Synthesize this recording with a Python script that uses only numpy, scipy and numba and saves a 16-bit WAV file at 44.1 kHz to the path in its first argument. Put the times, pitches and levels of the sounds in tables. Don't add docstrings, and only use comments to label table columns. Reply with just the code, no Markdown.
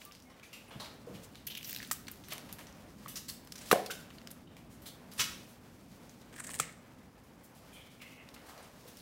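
import sys
import numpy as np
from scipy import signal
from scipy.fft import rfft, irfft
from scipy.io import wavfile
from scipy.ndimage import uniform_filter1d
from numba import njit

SR = 44100
rng = np.random.default_rng(int(sys.argv[2]) if len(sys.argv) > 2 else 0)


def voltage_ratio(decibels):
    exponent = np.asarray(decibels, float) / 20
    return 10 ** exponent


def output_pcm(signal):
    pcm = np.clip(np.atleast_2d(signal).T, -1, 1) * 32767
    wavfile.write(sys.argv[1], SR, np.round(pcm).astype(np.int16))


N = 397341
TIME = np.arange(N) / SR
NEAR_WALL_DB = -18.5

# time in seconds, level in dB, shell resonance in Hz,
# treble in dB, treble resonance in Hz.
GRIND_STROKES = [
    [(0.42, -70, 2330, -7, 10600), (0.55, -66, 2610, -11, 9530), (0.648, -76, 2560, -17, 8800),
     (0.7, -55, 2390, 1, 10400)],
    [(1.47, -50, 3000, -0.5, 12900), (1.5, -56, 3000, -4, 12000), (1.512, -48, 3300, -12, 12000),
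     (1.54, -52, 3000, -8, 12000), (1.57, -48, 2970, -12, 11300), (1.63, -57, 2800, -6, 13500),
     (1.69, -60, 2950, 11, 14100), (1.715, -62, 2800, 0, 14300), (1.9, -71, 1790, -14, 9900)],
    [(6.32, -76, 1820, -11, 8600), (6.36, -54.5, 1540, 0, 8300), (6.405, -52, 1580, 0, 8400),
     (6.425, -66, 1650, 2, 8300), (6.45, -55, 1650, 0, 8300), (6.58, -68, 2000, -3, 8500),
     (6.605, -48, 2150, -12, 8300), (6.73, -66, 2100, -10, 8300)],
]


def rms1(x):
    return x / np.sqrt(np.mean(x ** 2) + 1e-30)


def colour(x, points):
    hz, db = np.transpose(points)
    log_hz = np.log(np.fft.rfftfreq(len(x), 1 / SR) + 1)
    gain_db = np.interp(log_hz, np.log(hz), db, db[0] - 29, db[-1])
    return irfft(rfft(x) * voltage_ratio(gain_db), len(x))


def ring(x, hz, width_hz):
    b, a = signal.iirpeak(min(hz, .45 * SR), hz / width_hz, fs=SR)
    return signal.lfilter(b, a, x)


def walk(rate):
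    hold = int(SR / rate)
    steps = np.repeat(rng.standard_normal(N // hold + 1), hold)
    return 1.62 * uniform_filter1d(steps, hold)[:N]


def fractures(size, spread_db):
    impulses = rng.standard_normal(size)
    strength = np.minimum(rng.exponential(size=size), 4.5)
    return rms1(impulses * voltage_ratio(spread_db * strength))


def add(track, s, sound):
    i = int(s * SR)
    track[i:i + len(sound)] += sound[:max(N - i, 0)]


@njit
def glide(x, hz, share):
    y, band, low = np.empty(len(x)), 0., 0.
    for i in range(len(x)):
        g = np.tan(np.pi * hz[i] / SR)
        v = (band + g * (x[i] - low)) / (1 + g * (g + share))
        band, low, y[i] = 2 * v - band, low + 2 * g * v, share * v
    return y


def bites():
    direct, sent = np.zeros(N), np.zeros(N)
    t = np.arange(4096) / SR
    pulse = 1. * (np.arange(len(t)) == 128)
    for s, db, ms, hz, brittle_db, wall_db in breaks():
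        length = max(ms - 1.6, .3) / 1000
        push = (1 - np.exp(-t / (0.18 * length))) * np.exp(-.7 * (t / length) ** (1.17 + ms / 16))
        push += voltage_ratio(-15) * (1 - np.exp(-t / length)) * np.exp(-t / 0.015)
        clumps = rng.standard_normal(64) + .8 * (np.arange(64) == 0)
        clumps = uniform_filter1d(np.repeat(clumps, 64), size=32)
        cracks = fractures(len(t), spread_db=4.0 / (1 + ms / 8)) * voltage_ratio(5 * clumps / (1 + ms / 10))
        shell = [(700, -27), (1100, -4.5), (2800, -1.5), (9000, brittle_db), (16000, brittle_db - 2.0)]
        scale = voltage_ratio(1.5) / np.std(colour(cracks, shell))
        width_hz = 0.15 * hz * (1 + ms / 40)
        chip_db = -3.0 + 0.67 * np.log2(hz / 3000) - 0.16 * ms + 0.13 * (wall_db - NEAR_WALL_DB)
        chip = voltage_ratio(chip_db) * np.sqrt(SR / np.pi / width_hz)
        energy = np.linalg.norm(push)
        cracks *= energy / np.linalg.norm(cracks * push)
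        bare = colour(cracks * push, shell)
        bare *= energy / np.linalg.norm(bare)
        ringing = chip * ring(cracks * push, hz, width_hz)
        bite = held_shell(bare, s) + ringing
        add(direct, s, voltage_ratio(db) * bite)
        bite = bite - 0.31 * ringing
        if ms < 12:
            snap = scale * held_shell(colour(pulse, shell), s)
            bite = energy * (snap + voltage_ratio(-6) * chip * ring(pulse, hz, width_hz))
        add(sent, s, voltage_ratio(db + wall_db) * bite)
    return direct, sent


def breaks():
    # start in seconds, level in dB,
    # shell resonance in Hz, brittleness (treble minus low) in dB.
    gnaws = [(1.551, -35, 2960, -2), (1.6295, -38, 2920, 2), (1.7091, -41, 14000, -1),
             (1.729, -32, 14850, -9), (1.7475, -32.5, 3670, 0), (1.762, -34, 12970, -15),
             (1.772, -36, 4220, -2), (1.786, -40, 5470, -6), (1.795, -52, 4000, -10),
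             (1.8015, -42, 1730, -24), (1.8195, -44, 4000, -20), (1.8282, -33.5, 1750, -8),
             (1.874, -46, 10500, 10), (1.8937, -52, 2120, -6), (1.9017, -44, 2620, -7),
             (1.93, -31, 14500, 12), (6.2967, -61, 4500, -10), (6.3401, -47, 2380, -11),
             (6.4922, -36, 1100, -5), (6.5162, -37, 8550, 3), (6.5342, -39, 8370, -4),
             (6.5417, -32, 8600, -14), (6.5499, -33, 8450, 2), (6.557, -38, 8700, -7),
             (6.5898, -33, 8600, -8), (6.725, -51.5, 8550, 3)]
    # start in seconds, level in dB, shell resonance in Hz,
    # brittleness in dB.
    near_cracks = [(0.0504, -43, 15410, 15), (0.1122, -53, 3010, -26), (0.201, -55, 5060, -4),
                   (0.3966, -52, 3400, -18), (1.3474, -53, 4010, -19), (2.0699, -50, 4700, -17),
                   (2.0812, -35, 1460, -14), (2.1165, -45, 13400, 18), (2.325, -36.5, 2300, -3),
                   (2.3804, -39.5, 2800, 0), (2.5265, -37.5, 12220, 5), (3.4487, -57, 12960, 12),
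                   (3.4724, -47, 1130, -2), (3.521, -38, 5270, -3), (3.6607, -48, 7550, -5),
                   (3.699, -44, 1240, 6), (3.8608, -35.5, 4600, -3), (4.1035, -47, 2980, -23),
                   (4.183, -47.5, 4300, -22), (4.2154, -51, 2920, -20), (4.2724, -40.5, 5300, -10),
                   (4.3047, -47, 14400, -12), (4.3127, -42, 11100, 13), (8.2885, -49, 4970, -16),
                   (8.9703, -47, 5350, 8)]
    # [s, dB, Hz, dB].
    far_cracks = [(0.1212, -47.5, 5210, -9), (0.1502, -49.5, 4860, -9), (0.2225, -54.5, 5670, 10),
                  (1.3546, -45.5, 3930, -12), (2.2845, -44, 11900, -14), (2.5856, -45, 1900, -6),
                  (2.5904, -43.5, 2220, -2), (2.669, -48, 5740, -11), (4.5671, -49, 2380, -7),
                  (5.135, -47, 11500, 5), (6.0946, -52, 6400, -8), (6.2162, -54.5, 3910, -8),
                  (8.363, -48, 2090, -22), (8.578, -49, 4600, -10)]
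    # start in seconds, level in dB, length in ms,
    # resonance in Hz, brittleness in dB.
    snaps = [(1.229, -53.5, 27, 7300, 0), (1.467, -36.5, 12, 12500, -1), (1.572, -38.5, 8.6, 2940, 8),
             (1.643, -41.5, 11, 5500, -3), (1.667, -48, 30, 13900, 16), (1.693, -39, 6.6, 14300, -1),
             (1.912, -24, 4.7, 8100, -4.5), (1.921, -34.5, 6.7, 12100, 7), (3.5546, -45, 9.4, 5630, -9),
             (3.7131, -17, 4.8, 2200, -8), (3.722, -29, 7.5, 10300, -2), (6.3248, -51.5, 14, 1250, -7),
             (6.361, -45, 8.1, 1640, -5), (6.3788, -46, 13, 1470, -3), (6.4657, -42, 12, 8040, -4),
             (6.5004, -40, 9, 8500, -13), (6.5986, -20.5, 3.9, 7800, -9), (8.338, -52.5, 15, 4230, 1)]
    # [s, dB, ms, Hz, dB].
    crushes = [(0.011, -51, 11.5, 2590, -16), (1.139, -55, 35, 3000, -10), (1.507, -47, 15, 3600, 0),
               (2.3022, -45.5, 28, 3640, -6), (2.3207, -39, 8.5, 4760, -14), (3.1546, -40, 28, 5540, -3),
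               (3.2812, -39.5, 26, 4550, 2.5), (3.5758, -49, 14, 5640, -5), (3.609, -51, 19, 8500, -13.5),
               (3.9031, -37, 17, 3100, -3), (4.855, -46.5, 33, 3730, 2.5), (5.111, -53, 24, 4650, -5),
               (5.1895, -28.5, 34, 5740, -11), (6.395, -46, 9.1, 8000, -1), (6.4373, -43.5, 11.5, 8200, -4),
               (7.4314, -59, 33, 14980, 9), (8.012, -50, 20, 2500, -11), (8.8755, -54, 18, 13910, -6)]
    # [s, dB, ms, Hz, dB].
    far_crushes = [(0.2964, -59.5, 14, 1170, -17), (0.429, -55, 13.3, 2330, -8),
                   (0.5279, -48, 12, 2700, -7), (0.706, -55, 16, 3020, -24), (0.7972, -48, 15, 4100, -8),
                   (.843, -49, 7.3, 4700, -15), (2.237, -57, 12, 6230, -12), (2.488, -52, 10, 960, -13),
                   (3.0797, -46, 13.7, 12800, -4.5), (4.692, -65.5, 58, 6940, -2),
                   (4.817, -59, 16, 13000, -2), (5.177, -43, 27, 8900, -11), (5.47, -65.5, 49, 14000, 7),
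                   (7.2346, -63, 12, 970, 0), (7.5481, -61, 16, 895, 6), (7.73, -59.5, 19, 9700, 4),
                   (8.4616, -57, 11.4, 1560, -3), (8.4879, -51.5, 8.9, 1260, -6),
                   (8.625, -58, 7.4, 8950, -15)]
    mid_wall_db, far_wall_db, edge_wall_db = -11, -6.5, -3.5
    gnaw_ms, crack_ms, far_crack_ms = 2.83, 3.87, 3.07
    quick = [(gnaws, gnaw_ms, NEAR_WALL_DB), (near_cracks, crack_ms, NEAR_WALL_DB),
             (far_cracks, far_crack_ms, far_wall_db)]
    slow = [(snaps, NEAR_WALL_DB), (crushes, mid_wall_db), (far_crushes, edge_wall_db)]
    return ([(s, db, ms, hz, brittle, wall) for rows, ms, wall in quick for s, db, hz, brittle in rows]
            + [(*row, wall) for rows, wall in slow for row in rows])


def held_shell(x, s):
    # frequency in Hz, gain in dB.
    mouths = [
        [(1500, 2.5), (3000, 0), (4200, -0.5), (5800, 4.5), (8800, -5), (10500, -6), (14000, 3), (16000, 5)],
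        [(1600, 3.5), (2400, 0), (4500, -2), (6000, 0), (7000, 2), (8500, 3), (10200, -7), (16000, -2)],
    ]
    for stroke, mouth in zip(GRIND_STROKES[1:], mouths):
        when, _, hz, _, treble_hz = np.transpose(stroke)
        if when[0] - .01 < s < when[-1] + .02:
            low, high = np.interp(s, when, hz), np.interp(s, when, treble_hz)
            x = colour(x, mouth)
            low_ring = voltage_ratio(-6.5) * ring(x, low, 0.17 * low)
            high_ring = voltage_ratio(-8.0) * ring(x, high, 0.095 * high)
            return voltage_ratio(-3.0) * x + low_ring + high_ring
    return x


def ticks():
    # peak
    # time in seconds, peak in dB, pitch in Hz.
    chip_ticks = [(1.4728, -28, 5800), (1.4756, -28, 14300), (1.4873, -35, 11500), (1.4925, -35, 11500),
                  (1.5246, -41, 3200), (1.5356, -41, 4400), (1.5551, -35, 3300), (1.5638, -43, 3600),
                  (1.5767, -28, 11000), (1.5882, -38, 3000), (1.6112, -39, 2500), (1.6506, -37, 4300),
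                  (1.6546, -30, 14000), (1.676, -33, 13500), (1.6816, -35, 13900), (1.6975, -33, 13900),
                  (1.7024, -35, 14000), (1.7095, -25, 14000), (1.7134, -31, 13300), (1.7174, -39, 4100),
                  (1.7213, -36, 6000), (1.7404, -34, 5400), (1.7531, -39, 3900), (1.7631, -29, 4000),
                  (1.7955, -36, 4500), (1.803, -33.5, 1800), (1.823, -42, 2100), (1.8353, -38, 9000),
                  (1.8495, -36, 3700), (1.9194, -22, 12100), (1.9244, -27, 11500), (1.9414, -35, 8800),
                  (6.387, -44, 1700), (6.404, -41, 8400), (6.448, -39, 1800), (6.4552, -40, 8100),
                  (6.475, -37, 7400), (6.5039, -36, 8400), (6.5171, -30, 8800), (6.5255, -42, 8000),
                  (6.5507, -29, 8600), (6.5773, -43, 8900), (6.5862, -33, 8500), (6.5917, -28, 8500),
                  (6.6083, -22, 8000), (6.6295, -36, 5700), (6.654, -39, 7100),
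                  (.8608, -43, 2000), (1.158, -47, 3700), (2.0703, -37, 3900), (2.1154, -26, 13400),
                 (2.239, -43, 3600), (2.2527, -45, 5400), (2.3345, -22, 11700), (2.3456, -44, 3100),
                 (2.4973, -51, 4900), (2.5273, -28, 11960), (2.6115, -41, 2300), (2.727, -43, 6000),
                 (3.0753, -41, 2000), (3.0979, -30, 10700), (3.1583, -29, 5620), (3.174, -33, 5200),
                 (3.2994, -28, 4600), (3.5238, -31.5, 5100), (3.5913, -37, 8600), (3.6203, -42, 6200),
                 (3.9373, -39, 5400), (3.9535, -41, 5100), (4.889, -42, 4200), (5.178, -42, 4600),
                 (5.198, -22, 3000), (5.2084, -24, 2600), (5.2185, -24, 2500), (5.2156, -20, 6700),
                 (5.2426, -25, 5000), (8.3452, -43, 10800), (8.8786, -46, 13600), (9.002, -43, 4000)]
    width, bare_db = .3, -7
    out = np.zeros(N)
    pulse = 1. * (np.arange(512) == 64)
    bare = colour(pulse, [(1200, 0), (16000, 0)])
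    for s, db, hz in chip_ticks:
        body = ring(ring(pulse, hz, width * hz), hz, 2 * width * hz)
        body = body / np.abs(body).max() + voltage_ratio(bare_db) * bare
        peak_s = np.abs(body).argmax() / SR
        add(out, s - peak_s, voltage_ratio(db) * body / np.abs(body).max())
    return out


def grind():
    # time in seconds, level in dB,
    # lower band in Hz, upper level in dB, upper band in Hz.
    rasps = [
        [(7.72, -74, 2500, 5, 3150), (7.76, -55, 2450, 1, 3200), (7.85, -63, 2250, 1, 3200),
         (8.0, -76, 2310, 0, 3300)],
        [(8.0, -61, 2400, 1, 2580), (8.04, -55, 2120, -3, 2600), (8.09, -61, 2150, 3, 2700),
         (8.16, -61, 2250, 0, 2550), (8.24, -65, 2090, 0, 2600), (8.29, -64, 2060, 3, 2550)],
        [(0.428, -57, 2350, -8, 6200), (0.5, -66, 2500, -8, 6500)],
        [(0.528, -55, 2650, -10, 4000), (0.63, -66, 2700, -10, 4000)],
        [(0.798, -55, 4150, -6, 4500), (0.93, -68, 4200, -3, 4600)],
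        [(3.899, -46, 1450, -10, 2800), (3.93, -53, 1500, -8, 2800), (4.1, -68, 1500, -8, 2700)],
        [(4.47, -68, 3000, -3, 3600), (4.56, -73, 3000, -3, 3600)],
        [(4.858, -58, 3400, -1, 4200), (4.96, -68, 3500, 0, 4200)],
    ]
    jerks = fractures(N, spread_db=3.0) * voltage_ratio(3.5 * walk(120))
    scales = fractures(N, spread_db=3.5) * voltage_ratio(1.2 * walk(50))
    return strokes(GRIND_STROKES, jerks, 0.32) + strokes(rasps, scales, 0.12)


def strokes(table, cracks, share):
    out = np.zeros(N)
    for stroke in table:
        s, *columns = np.transpose(stroke)
        span = slice(int(s[0] * SR), int(s[-1] * SR))
        db, low, upper_db, high = (np.interp(TIME[span], s, c) for c in columns)
        tone, upper = (rms1(glide(glide(cracks[span], c, 2 * share), c, share)) for c in (low, high))
        add(out, s[0], voltage_ratio(db) * (tone + voltage_ratio(upper_db) * upper))
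    return out


def thumps():
    # start in seconds, peak in dB, pitch in Hz,
    # ring time in ms, wall share in dB.
    knocks = [(1.9125, -25.5, 1250, 1.8, -13), (3.06, -33, 1160, 2.6, -13),
              (3.7135, -10.5, 1230, 2.8, -45.5), (3.716, -19, 440, 2, -12), (3.7283, -9.5, 507, 2.8, -13),
              (3.7268, -15, 760, 3.6, -5), (3.7148, -25, 1850, 2.7, -20), (3.7268, -17.5, 1530, 3.1, -32),
              (3.727, -25, 220, 7, -18), (3.7375, -21, 690, 4, -10), (3.772, -27, 610, 4, -12),
              (3.796, -30, 640, 4, -14), (3.818, -36, 444, 6, -16), (3.7575, -20, 556, 3.6, -10),
              (3.749, -25, 720, 4.2, -15), (3.788, -30.5, 680, 5.2, -18), (3.8995, -36, 1400, 5, -16),
              (3.906, -35, 1520, 4.7, -16), (1.0712, -40, 480, 14, -8), (6.5985, -18.5, 1295, 1.7, -16.5),
              (6.6, -34.5, 472, 3.2, -13), (6.602, -39.5, 159, 9.5, 0), (8.855, -46.5, 490, 7, -14),
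              (0.799, -40.5, 4000, 5, -3)]
    # start in seconds, peak in dB, pitch in Hz, length in ms.
    bellies = [(0.754, -40, 164, 31), (.8, -40.5, 760, 76), (1.08, -40, 360, 60), (1.09, -42, 150, 90),
               (.707, -46, 905, 45), (2.32, -39, 755, 30), (2.589, -41.5, 905, 23), (5.189, -41, 160, 17),
               (5.197, -38, 605, 29), (7.646, -55, 207, 10), (8.48, -45, 800, 200)]
    belly_wall_db = -8.5
    blows = [(*row, True) for row in knocks] + [(*row, belly_wall_db, False) for row in bellies]
    direct, sent = np.zeros(N), np.zeros(N)
    t = np.arange(16384) / SR
    for s, db, hz, ms, wall_db, hollow in blows:
        fade = np.exp(-t / (max(ms, .3) / 1000))
        rough = ring(rng.standard_normal(len(t)) * fade, 0.91 * hz, 1.3 * hz)
        rough = ring(rough, hz, 2.4 * hz)
        rough = ring(rough, hz, 2 * hz)
        body = rough / np.abs(rough).max()
        if hollow:
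            mode = np.sin(2 * np.pi * hz * t) * fade * (1 - np.exp(-t * hz * 1.54))
            body = 0.3 * body + mode
        body *= voltage_ratio(db) / np.abs(body).max()
        add(direct, s, body)
        add(sent, s, body * voltage_ratio(wall_db))
    return direct, sent


def walls(x):
    # frequency in Hz, time to fall 60 dB in seconds.
    wall_t60 = [(250, 0.62), (1000, 0.44), (3500, 0.54), (9000, 0.34), (16000, 0.39)]
    t = np.arange(SR // 2) / SR
    hz, t60 = np.transpose(wall_t60)
    tail = 0
    for centre in 125 * 2 ** np.arange(0, 7.1, .5):
        band = ring(rng.standard_normal(len(t)), centre, centre / 2)
        fall_s = np.interp(np.log(centre), np.log(hz), t60)
        band = band * voltage_ratio(-60 * t / fall_s) * (1 - np.exp(-t / 0.0019))
        tail = tail + band * np.sqrt(centre * fall_s) / np.linalg.norm(band)
    return signal.fftconvolve(x, tail / np.sqrt(np.sum(tail ** 2)))[:N]


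def background():
    # time in seconds, dragged hide in dB, rumble in dB.
    bodies = [(0.25, -63, -61), (0.7, -60.5, -58.5), (1.15, -60, -55.5), (1.9, -63, -55), (2.46, -59, -54),
              (3.3, -63, -55), (3.86, -57.5, -55), (4.4, -62.5, -54), (5.25, -60, -55), (6.3, -62, -55.5),
              (6.55, -59, -55), (7.1, -63, -57.5), (8.26, -60, -58.5), (9.01, -61, -58.5)]
    # frequency in Hz, level in dB per Hz.
    grit_colour = [(1180, -12), (2000, -3), (5000, 0), (8000, -4), (11000, -5.5), (16000, -6.5)]
    # frequency in Hz, level in dB per Hz.
    hide_colour = [(190, -29), (330, -7.5), (510, 0.5), (2290, -12.5), (3500, -19.5), (4550, -37),
                   (7700, -120)]
    # frequency in Hz, level in dB per Hz.
    rumble_colour = [(15, -49), (30, -7), (53, -4), (134, -1), (249, 1.5), (349, -8), (450, -13),
                     (580, -32), (990, -120)]
    # start in seconds, length in seconds, pitch in Hz, level in dB.
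    chirps = [
        (0.05, 0.07, 1175, -55.5),
        (.255, 0.037, 2170, -63),
    ]
    s, *levels = np.transpose(bodies)
    hide_db, rumble_db = (np.interp(TIME, s, c) for c in levels)
    shift = walk(14)
    grit_level = voltage_ratio(scurry_db() + 0.8 * shift + 1.16 * walk(44))
    out = grit_level * rms1(colour(fractures(N, spread_db=3.5), grit_colour))
    hide_level = voltage_ratio(hide_db + 0.9 * shift + 0.67 * walk(30))
    out += hide_level * rms1(colour(rng.standard_normal(N), hide_colour))
    rumble_level = voltage_ratio(rumble_db + 0.53 * walk(9))
    out += rumble_level * rms1(colour(rng.standard_normal(N), rumble_colour))
    for start, length, hz, db in chirps:
        t = np.arange(int(length * SR)) / SR
        swell = np.sin(np.pi * t / length) ** .5
        add(out, start, voltage_ratio(db) * swell * np.sin(2 * np.pi * hz * t))
    return out


def scurry_db():
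    # peak time in seconds, peak in dB, spell in seconds.
    scurries = [(0.01, -56, 0.14), (0.7, -64.5, 0.65), (1.2, -61.5, 0.68), (1.69, -49.5, 0.33),
                (2.2, -59, 0.91), (3.0, -61.5, 0.25), (3.71, -50, 0.47), (5.27, -54, 0.4),
                (5.95, -63, 0.85), (6.7, -69.5, 0.46), (7.9, -64, 1.75), (8.8, -63, 1.4),
                (9.01, -55.5, 0.38)]
    rise, drop_db, still_db = 0.46, 16, -69.5
    power = voltage_ratio(still_db) ** 2
    for s, db, spell in scurries:
        away = np.maximum(TIME - s, (s - TIME) / rise) / spell
        power = power + voltage_ratio(db - drop_db * away) ** 2
    return 10 * np.log10(power)


def scene():
    bite, bite_sent = bites()
    thump, thump_sent = thumps()
    teeth, chips = grind(), ticks()
    sent = voltage_ratio(7.0) * bite_sent + voltage_ratio(-0.5) * thump_sent + voltage_ratio(-10.0) * teeth + voltage_ratio(-11.5) * chips
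    echo = walls(sent)
    return (bite + thump + teeth + chips + echo + background())[None]


def top_cut(x):
    return signal.sosfilt(signal.butter(12, 16640, fs=SR, output="sos"), x)


def record(dry):
    heard = colour(dry[0], [(20, -20.0), (45, -0.5), (15800, -1.5), (15950, -34.0), (17000, -44.0)])
    return top_cut(heard[None])


dry = scene()
out = record(dry)
output_pcm(out)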